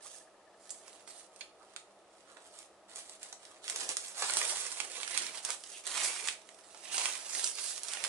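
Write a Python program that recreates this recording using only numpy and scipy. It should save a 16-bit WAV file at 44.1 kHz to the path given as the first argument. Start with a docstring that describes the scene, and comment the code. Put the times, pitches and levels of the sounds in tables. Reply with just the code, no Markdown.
"""Small room with a humming fan: after a soft brush as the arm reaches out, thin plastic gloves are
picked off a wooden desk, opened and pulled over a hand, to the right of a nearby microphone. Brush and
sliding film are shaped noise (hiss) plus sparse pulses (crackle); larger creases snap as a pulse and a
decaying noise tail; brief narrow noise bands give hollow ringing, small ticks, low puffs and bright rubbing.
A small hard plastic thing is knocked once: decaying modes plus noise. The fan is coloured noise with
three wavering tones; a faint narrow flutter fades out early on the left."""
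import sys
import numpy as np
from scipy import signal
from scipy.fft import rfft, irfft
from scipy.io import wavfile
from scipy.ndimage import uniform_filter1d, map_coordinates

SR = 44100
rng = np.random.default_rng(int(sys.argv[2]) if len(sys.argv) > 2 else 0)


def generate_wav(signal):
    """Clip the signal to [-1, 1] and save it as 16-bit WAV at the path in sys.argv[1]."""
    frames = np.transpose(np.atleast_2d(signal))
    scaled = np.clip(frames, -1, 1) * 32767
    pcm = np.round(scaled).astype(np.int16)
    wavfile.write(sys.argv[1], SR, pcm)


N = 356328
TIME = np.arange(N) / SR
TOP_HZ = 11100  # upper limit of creases and recorder


def undb(db):
    """Decibels to gain."""
    return 10 ** (np.asarray(db) / 20)


def unit(x):
    """Scale to an rms of 1."""
    return x / np.sqrt(np.mean(x ** 2))


def curves(table):
    """Each column of a table joined by straight lines in time."""
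    s, *columns = np.transpose(table)
    return [np.interp(TIME, s, c) for c in columns]


def butter(x, hz, kind, order=2):
    """Butterworth filter."""
    return signal.sosfilt(signal.butter(order, hz, kind, fs=SR, output="sos"), x)


def bandpass_noise(hz, width_hz):
    """Noise of rms 1 in a band centred on hz."""
    return unit(butter(rng.standard_normal(N), [hz - width_hz / 2, hz + width_hz / 2], "band"))


def colour(x, points, size=2048):
    """Causal minimum-phase filter through (f/Hz, level/dB) points, built from the cepstrum."""
    hz, db = np.transpose(points)
    f = np.maximum(np.fft.rfftfreq(size, 1 / SR), 1)
    cepstrum = irfft(np.log(undb(np.interp(np.log(f), np.log(hz), db))))
    cepstrum[1:size // 2] *= 2
    cepstrum[size // 2 + 1:] = 0
    response = irfft(np.exp(rfft(cepstrum)))
    return signal.fftconvolve(x, response)[:len(x)]


def walk(rate_hz):
    """Smooth random wander of rms 1: held random steps, averaged over one step."""
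    step = max(int(SR / rate_hz), 1)
    held = np.repeat(rng.standard_normal(N // step + 1), step)[:N]
    return unit(uniform_filter1d(held, step))


def decay(t, t60_s):
    """Exponential fall by 60 dB in t60_s."""
    return np.exp(-np.log(1000) * t / t60_s)


def tail(t60_s, size):
    """Dying noise of unit energy."""
    x = rng.standard_normal(size) * decay(TIME[:size], t60_s)
    return x / np.linalg.norm(x)


def delayed(x, lag_samples):
    """Read a sound late by a moving number of samples."""
    return map_coordinates(x, [np.arange(N) - lag_samples], order=3)


# fan air spectrum, relative: f/Hz, level/dB per Hz
FAN_AIR = [(15, -82), (25, -23), (169, -23.5), (202, -16), (229, -23.5), (311, -9), (468, -8.5), (651, -4),
           (1060, -15), (1140, -13.5), (1260, -13), (1590, -22.5), (1710, -19.5), (2270, -24.5),
           (11000, -33), (14300, -79), (22000, -120)]
# fan tones: f/Hz, level/dB rms
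FAN_TONES = [(201, -83.5), (637, -73), (1268, -80)]


def fan(air_db=-62, side_db=-11, wide_hz=1800, wide_db=-4, waver_db=0.5):
    """Steady air noise, wider in the treble, with tones that waver in level and phase."""
    air, across = (unit(colour(rng.standard_normal(N), FAN_AIR)) * undb(air_db) for _ in range(2))
    side = undb(side_db) * across + undb(wide_db) * butter(across, wide_hz, "high")
    tones = 0
    for hz, db in FAN_TONES:
        level = np.sqrt(2) * undb(db + waver_db * walk(5.0))
        tones = tones + level * np.sin(2 * np.pi * hz * TIME + 0.58 * walk(6))
    return np.array([air + tones + side, air + tones - side])


def flutter(hz=1750, width_hz=140, per_s=15.0, first_s=.013, db=-75, end_s=1.15, fade_s=0.74, pan_db=8):
    """Faint narrow noise band in regular beats, louder on the left, faded out early."""
    ring = bandpass_noise(hz, width_hz)
    beats = unit(np.cos(np.pi * per_s * (TIME - first_s)) ** 10)
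    fade = np.clip((end_s - TIME) / fade_s, 0, 1)
    return ring * beats * fade * undb(db + np.array([[pan_db], [-pan_db]]) / 2)


# strokes: first a soft brush as the arm reaches out, then sliding film:
# start t/s, swell/s, fade/s, treble level/dB, body level re treble/dB
STROKES = [(0, .09, .17, -49, -32), (.555, 0.18, .11, -58, -20), (.803, 0.084, 0.2, -57.5, -11),
           (1.06, 0.027, .06, -50, -17), (1.11, .05, .13, -56, -14), (1.295, 0.11, 0.081, -62, -10),
           (1.55, .15, 0.17, -68, -2), (2.025, 0.4, .1, -65.5, -5), (2.401, 0.18, .11, -57.5, -11),
           (2.879, 0.028, 0.044, -56, -5), (2.943, 0.026, 0.084, -48.5, -16),
           (3.025, 0.063, .1, -55.5, -14), (3.183, 0.049, 0.15, -56, -5), (3.385, 0.04, 0.25, -61, -4.5),
           (3.611, 0.096, 0.028, -44, -14), (3.717, 0.1, 0.092, -41, -12.5),
           (3.874, 0.027, 0.048, -39.5, -9.5), (3.88, 0.21, 0.065, -46, -12.5),
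           (4.128, 0.15, 0.15, -37, -9), (4.326, .085, 0.42, -35, -12.5), (4.749, 0.028, 0.16, -44.5, -6),
           (4.877, .15, 0.032, -40.5, -11), (5.029, 0.16, 0.13, -38, -11), (5.265, .11, 0.042, -44.5, -8),
           (5.408, 0.12, 0.03, -40, -10), (5.512, 0.24, .08, -50, -15), (5.825, .19, .21, -34.5, -12.5),
           (6.136, .135, .085, -41, -10.5), (6.357, 0.12, .3, -60.5, -8.5), (6.603, .18, 0.1, -55.5, -10.5),
           (6.796, .24, .1, -40, -10), (6.913, .035, 0.41, -40, -13), (7.235, 0.195, 0.113, -35, -18.5),
           (7.534, 0.067, 0.23, -38, -20), (7.783, .17, 0.079, -42, -11.5),
           (8.009, 0.043, 0.053, -42.5, -6)]


def effort(rest_db=-79, middle_share=0.49, middle_lift_db=0.7):
    """Treble/dB, body and middle re treble/dB: strokes swell and fade on a quarter sine, powers add."""
    treble = body = middle = undb(rest_db) ** 2  # film that is only held
    for start_s, swell_s, fade_s, db, body_db in STROKES:
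        ramp = np.interp(TIME, start_s + np.cumsum([0, swell_s, fade_s]), [0, 1, 0])
        speed = np.sin(np.pi / 2 * ramp)
        power = (speed * undb(db)) ** 2
        treble = treble + power
        body = body + power * undb(body_db) ** 2
        middle = middle + power * undb(middle_share * body_db + middle_lift_db) ** 2
    return 10 * np.log10(treble), 10 * np.log10(body / treble), 10 * np.log10(middle / treble)


# colour of the film: f/Hz, level/dB
FILM = [(40, -31), (130, -24), (250, -14.5), (400, -6.5), (650, -2.5), (1000, 0), (1800, -1.5),
        (2600, -0.5), (4500, 0.5), (6500, 2), (8500, 5), (9700, 4), (11000, -3), (13000, -42)]


def film_bands(low_hz=1400, high_hz=4500, size=1024):
    """Unit-energy responses of the film: broad panels give the body, small wrinkles the treble."""
    response = colour(signal.unit_impulse(size), FILM)
    body = butter(response, low_hz, "low", order=3)
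    middle = -butter(response, [low_hz, high_hz], "band")
    treble = butter(response, high_hz, "high", order=3)
    return [b / np.linalg.norm(b) for b in (body, middle, treble)]


def rustle(bands, treble_db, body_db, middle_db, grains_per_s=2600, spread_db=3.5, hiss_db=-3, grain_db=-4,
           stick_db=1.5, flicker_db=1.4, fold_s=0.000317, fold_db=-15, trim_db=(-2, -2, -1)):
    """Soft brush, then sliding film: smooth hiss plus tiny buckling wrinkles, denser in stronger strokes."""
    rate_per_s = grains_per_s * undb(.5 * (treble_db - treble_db.max()))
    sizes = undb(spread_db * np.minimum(rng.exponential(size=N), 3.5))
    hits = rng.random(N) < rate_per_s / SR
    wrinkles = unit(hits * sizes * rng.choice([-1, 1], N) / np.sqrt(rate_per_s))
    grip_db = treble_db + stick_db * walk(110)  # the film catches and lets go
    out = 0
    for band, rel_db, trim in zip(bands, (body_db, middle_db, 0), trim_db):
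        own = unit(wrinkles * rng.random(N))  # every wrinkle has its own colour
        force = undb(grain_db) * own + undb(hiss_db) * rng.standard_normal(N)
        level_db = grip_db + rel_db + trim + flicker_db * walk(35)
        out = out + signal.fftconvolve(force, band)[:N] * undb(level_db)
    # a nearby fold reflects; colour shifts as the glove changes shape
    fold_gain = undb(fold_db) * np.tanh(walk(7))
    return out + fold_gain * delayed(out, fold_s * SR * np.exp(0.33 * walk(6.6)))


def chance_creases(treble_db, body_db, middle_db, per_s=17, rate_slope=.12, lift_db=1.0, spread_db=1.6,
                   thin_db=-5, colour_spread_db=6, count=400):
    """Small creases at random, as rows like SNAPS: more and louder in stronger strokes."""
    places, chances = rng.random((count, 2)).T
    scatters = rng.standard_normal((count, 3)) * [spread_db, colour_spread_db, colour_spread_db]
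    rate_per_s = per_s * undb(rate_slope * (treble_db - treble_db.max()))
    rows = []
    for i, chance, (loud, body, middle) in zip((places * N).astype(int), chances, scatters):
        if chance < rate_per_s[i] * N / SR / count:
            rows.append((i / SR, treble_db[i] + lift_db + loud, body_db[i] + thin_db + body,
                         middle_db[i] + middle))
    return rows


# brief narrow noise bands: hollow ringing of the gloves, small ticks, low puffs, bright patches of rubbing:
# t/s, half length/s (Gaussian sigma), f/Hz, level/dB
NARROW_BANDS = [(.059, 0.0063, 1113, -54.5), (0.11, 0.076, 3140, -71), (.712, .006, 7640, -43),
                (1.624, 0.012, 1060, -58), (2.307, 0.031, 1400, -64), (2.37, .0035, 1500, -54),
                (3.808, 0.12, 564.5, -58), (4.233, 0.03, 1390, -50), (4.42, 0.12, 690, -54.5),
                (4.803, 0.0043, 129.5, -61), (5.161, 0.074, 2250, -46.5), (5.24, 0.054, 317, -65),
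                (5.755, 0.026, 2950, -53.5), (6.041, .06, 2370, -41.5), (6.252, 0.053, 2340, -48.5),
                (7.027, .05, 860, -48), (7.02, 0.1, 2720, -49.5), (7.628, 0.076, 4800, -47.5),
                (7.964, 0.053, 2530, -49.5)]


def narrow_bands(width_at_1khz_hz=480, rough_db=2):
    """Noise bands swell and fade on a Gaussian, roughened in level; width grows with the root of pitch."""
    out = 0
    for s, half_s, hz, db in NARROW_BANDS:
        width_hz = min(width_at_1khz_hz * np.sqrt(hz / 1000), 1.5 * hz)
        swell = np.exp(-((TIME - s) / half_s) ** 2 / 2)
        out = out + bandpass_noise(hz, width_hz) * undb(db) * swell
    return out * undb(rough_db * walk(120))


# large creases that snap through: t/s, level/dB (before gain_db), body re treble/dB, middle re treble/dB
SNAPS = [(.6942, -47.5, -28, -9), (0.7053, -38.5, -28, -27), (0.88, -48, -9, -8), (1.0755, -48, -2, -3),
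         (1.361, -52, -16, -18), (1.763, -38, -12, 1), (2.3701, -50, 9.5, 3), (2.5886, -47, -23, -26),
         (2.959, -40.5, -19, -27), (3.096, -45.5, -14, -11), (3.2304, -40, -16, -17),
         (3.3273, -40.5, -11, -20), (3.4524, -49.5, -16, 2), (3.6799, -36.5, -24, 7),
         (3.6986, -31.5, -21, -7), (3.7605, -32.5, -21, -12), (3.8909, -30, -35, -18),
         (3.969, -28.5, -23, -14), (4.2226, -29.5, 1, -5), (4.2975, -31, 1, 12), (4.307, -31.5, -13, -20),
         (4.337, -28, -34, -8), (4.3703, -25.5, -12, -10), (4.4152, -30.5, -0.5, -1),
         (4.7183, -40, -13, -7), (4.8021, -28.5, -10, 4), (5.032, -34, -29, 4), (5.0776, -34.5, -17, 1),
         (5.176, -24, -26, -12), (5.45, -30, -28, -13), (5.5043, -29.5, -19, -9), (5.638, -43.5, -25, -1),
         (5.8678, -34.5, -15, -28), (6.2745, -31, -37, -2), (6.286, -28.5, -40, 9), (6.4901, -49, -13, 10),
         (6.7468, -48.5, -1, -13), (6.9441, -35, 4, 13), (6.9806, -28.5, -9.5, -6), (7.0566, -26.5, -8, 0),
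         (7.4429, -25.5, -28, -21), (7.4746, -33, -25, -20), (7.7788, -38.5, -18, -12),
         (7.8335, -35.5, -25, -32), (7.8841, -36.5, -33, -28), (7.9358, -33, -34, -7), (7.9716, -37, 0, 8),
         (8.0398, -27.5, -20, -7), (8.0484, -34, -6, 6)]


def creases(bands, small_rows, pulse_share=.46, sharper_per_db=.008, flutter_t60_s=0.015, lowest_hz=380,
            gain_db=1.0, size=2048):
    """Each crease flips with one sharp pulse, then the film around it flutters for a few milliseconds."""
    out = np.zeros(N + 2 * size)
    span_samples = .005 * SR  # level is rms over 5 ms
    for s, db, body_db, middle_db in SNAPS + small_rows:
        # energy share of the first pulse: thin, bright creases flip more sharply
        sharp = np.clip(pulse_share - sharper_per_db * body_db, 0, 1)
        force = np.sqrt(1 - sharp) * tail(flutter_t60_s, size)
        force[0] = np.sqrt(sharp) * rng.choice([-1, 1])
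        response = undb(body_db) * bands[0] + undb(middle_db) * bands[1] + bands[2]
        snap = signal.fftconvolve(force, response)
        snap = butter(snap, [lowest_hz, TOP_HZ], "band")  # a small crease radiates no bass
        i = int(s * SR)
        out[i:i + len(snap)] += snap / np.linalg.norm(snap) * np.sqrt(span_samples) * undb(db + gain_db)
    return out[:N]


# contacts of the hard plastic thing: t/s, level/dB
KNOCKS = [(1.4089, -29.5), (1.4122, -35.5), (1.4208, -49)]
# its modes: f/Hz, level/dB, t60/s
KNOCK_MODES = [(640, -20, .04), (2270, -2, 0.024), (2470, 1, 0.022), (2800, -10, 0.022), (3100, -14, .03),
               (3440, -4, .04), (3800, -9, .02), (4300, -1, 0.026), (4950, -8, .025), (6700, -4, .045)]


def knock(crack_db=19, crack_t60_s=0.026, crack_hz=(1900, 4900), edge_db=-10, ring_db=-10, size=8192):
    """Hard plastic chatters against the desk: three rough contacts ring the same modes."""
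    out, t = np.zeros(N), TIME[:size]
    for s, db in KNOCKS:
        ring = 0
        for hz, mode_db, t60_s in KNOCK_MODES:
            ring = ring + undb(mode_db) * np.sin(2 * np.pi * (hz * t + rng.random())) * decay(t, t60_s)
        contact = tail(crack_t60_s, size)
        crack = butter(contact, crack_hz, "band") + undb(edge_db) * contact
        i = int(s * SR)
        out[i:i + size] += undb(db) * (undb(ring_db) * ring + undb(crack_db) * crack)
    return butter(out, 400, "high")


def scatter(x, desk_db=-11, desk_t60_s=0.036, room_db=-8.5, room_t60_s=0.27, moves_per_s=45, count=8,
            size=16384):
    """Desk and room reflections; the paths keep changing as the film moves."""
    shares = np.array([walk(moves_per_s) for _ in range(count)])
    shares /= np.linalg.norm(shares, axis=0)
    out = 0
    for share in shares:
        path = undb(desk_db) * tail(desk_t60_s, size) + undb(room_db) * tail(room_t60_s, size)
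        out = out + signal.oaconvolve(x * share, path)[:N]
    return out


# direction of the gloves: t/s, left gain above the bass/dB, lag of the direct sound at the left port/samples
PAN = [(0, -6, -2.5), (1.7, -5.5, 5.5), (2.4, -4, 6), (3.3, -2.5, 5), (3.9, -4, 7), (4.4, -4, 4.5),
       (5.1, -7.5, 4), (5.8, -4, -1.5), (6.3, -6.5, 0.5), (7, -6, 2.5), (8, -6.5, 1)]


def room(x, wall_s=0.014, wall_db=-23, wide_hz=1150, bass_hz=220, bass_side_db=-5, left_db=-5.0,
         left_wet_db=1):
    """Direct sound favours the right port; scatter and a wall echo follow, most alike in the lower middle."""
    pan_db, lag_samples = curves(PAN)
    mid, across = scatter(x), scatter(x)
    side = butter(across, wide_hz, "high") + undb(bass_side_db) * butter(across, bass_hz, "low")
    echo = undb(wall_db) * delayed(x, wall_s * SR * (1 + 0.023 * walk(3)))
    direct = delayed(x, lag_samples) * undb(left_db)
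    near = direct + undb(left_wet_db) * 1.49 * (mid + side) + echo
    # long waves bend round the microphone body
    bass = signal.sosfiltfilt(signal.butter(2, 700, fs=SR, output="sos"), near)
    left = 1.31 * bass + (near - bass) * undb(pan_db)
    right = 1.145 * x + echo + 1.247 * (mid - side)
    return np.array([left, right])


def scene():
    """Brush, gloves and knock in the room, over the fan and the flutter."""
    bands, levels = film_bands(), effort()
    gloves = rustle(bands, *levels) + narrow_bands() + creases(bands, chance_creases(*levels))
    return room(gloves + knock()) + fan() + flutter()


def record(dry):
    """The recorder cuts the top steeply: elliptic low-pass."""
    return signal.sosfilt(signal.ellip(10, .2, 70, TOP_HZ, fs=SR, output="sos"), dry)


dry = scene()
out = record(dry)
generate_wav(out)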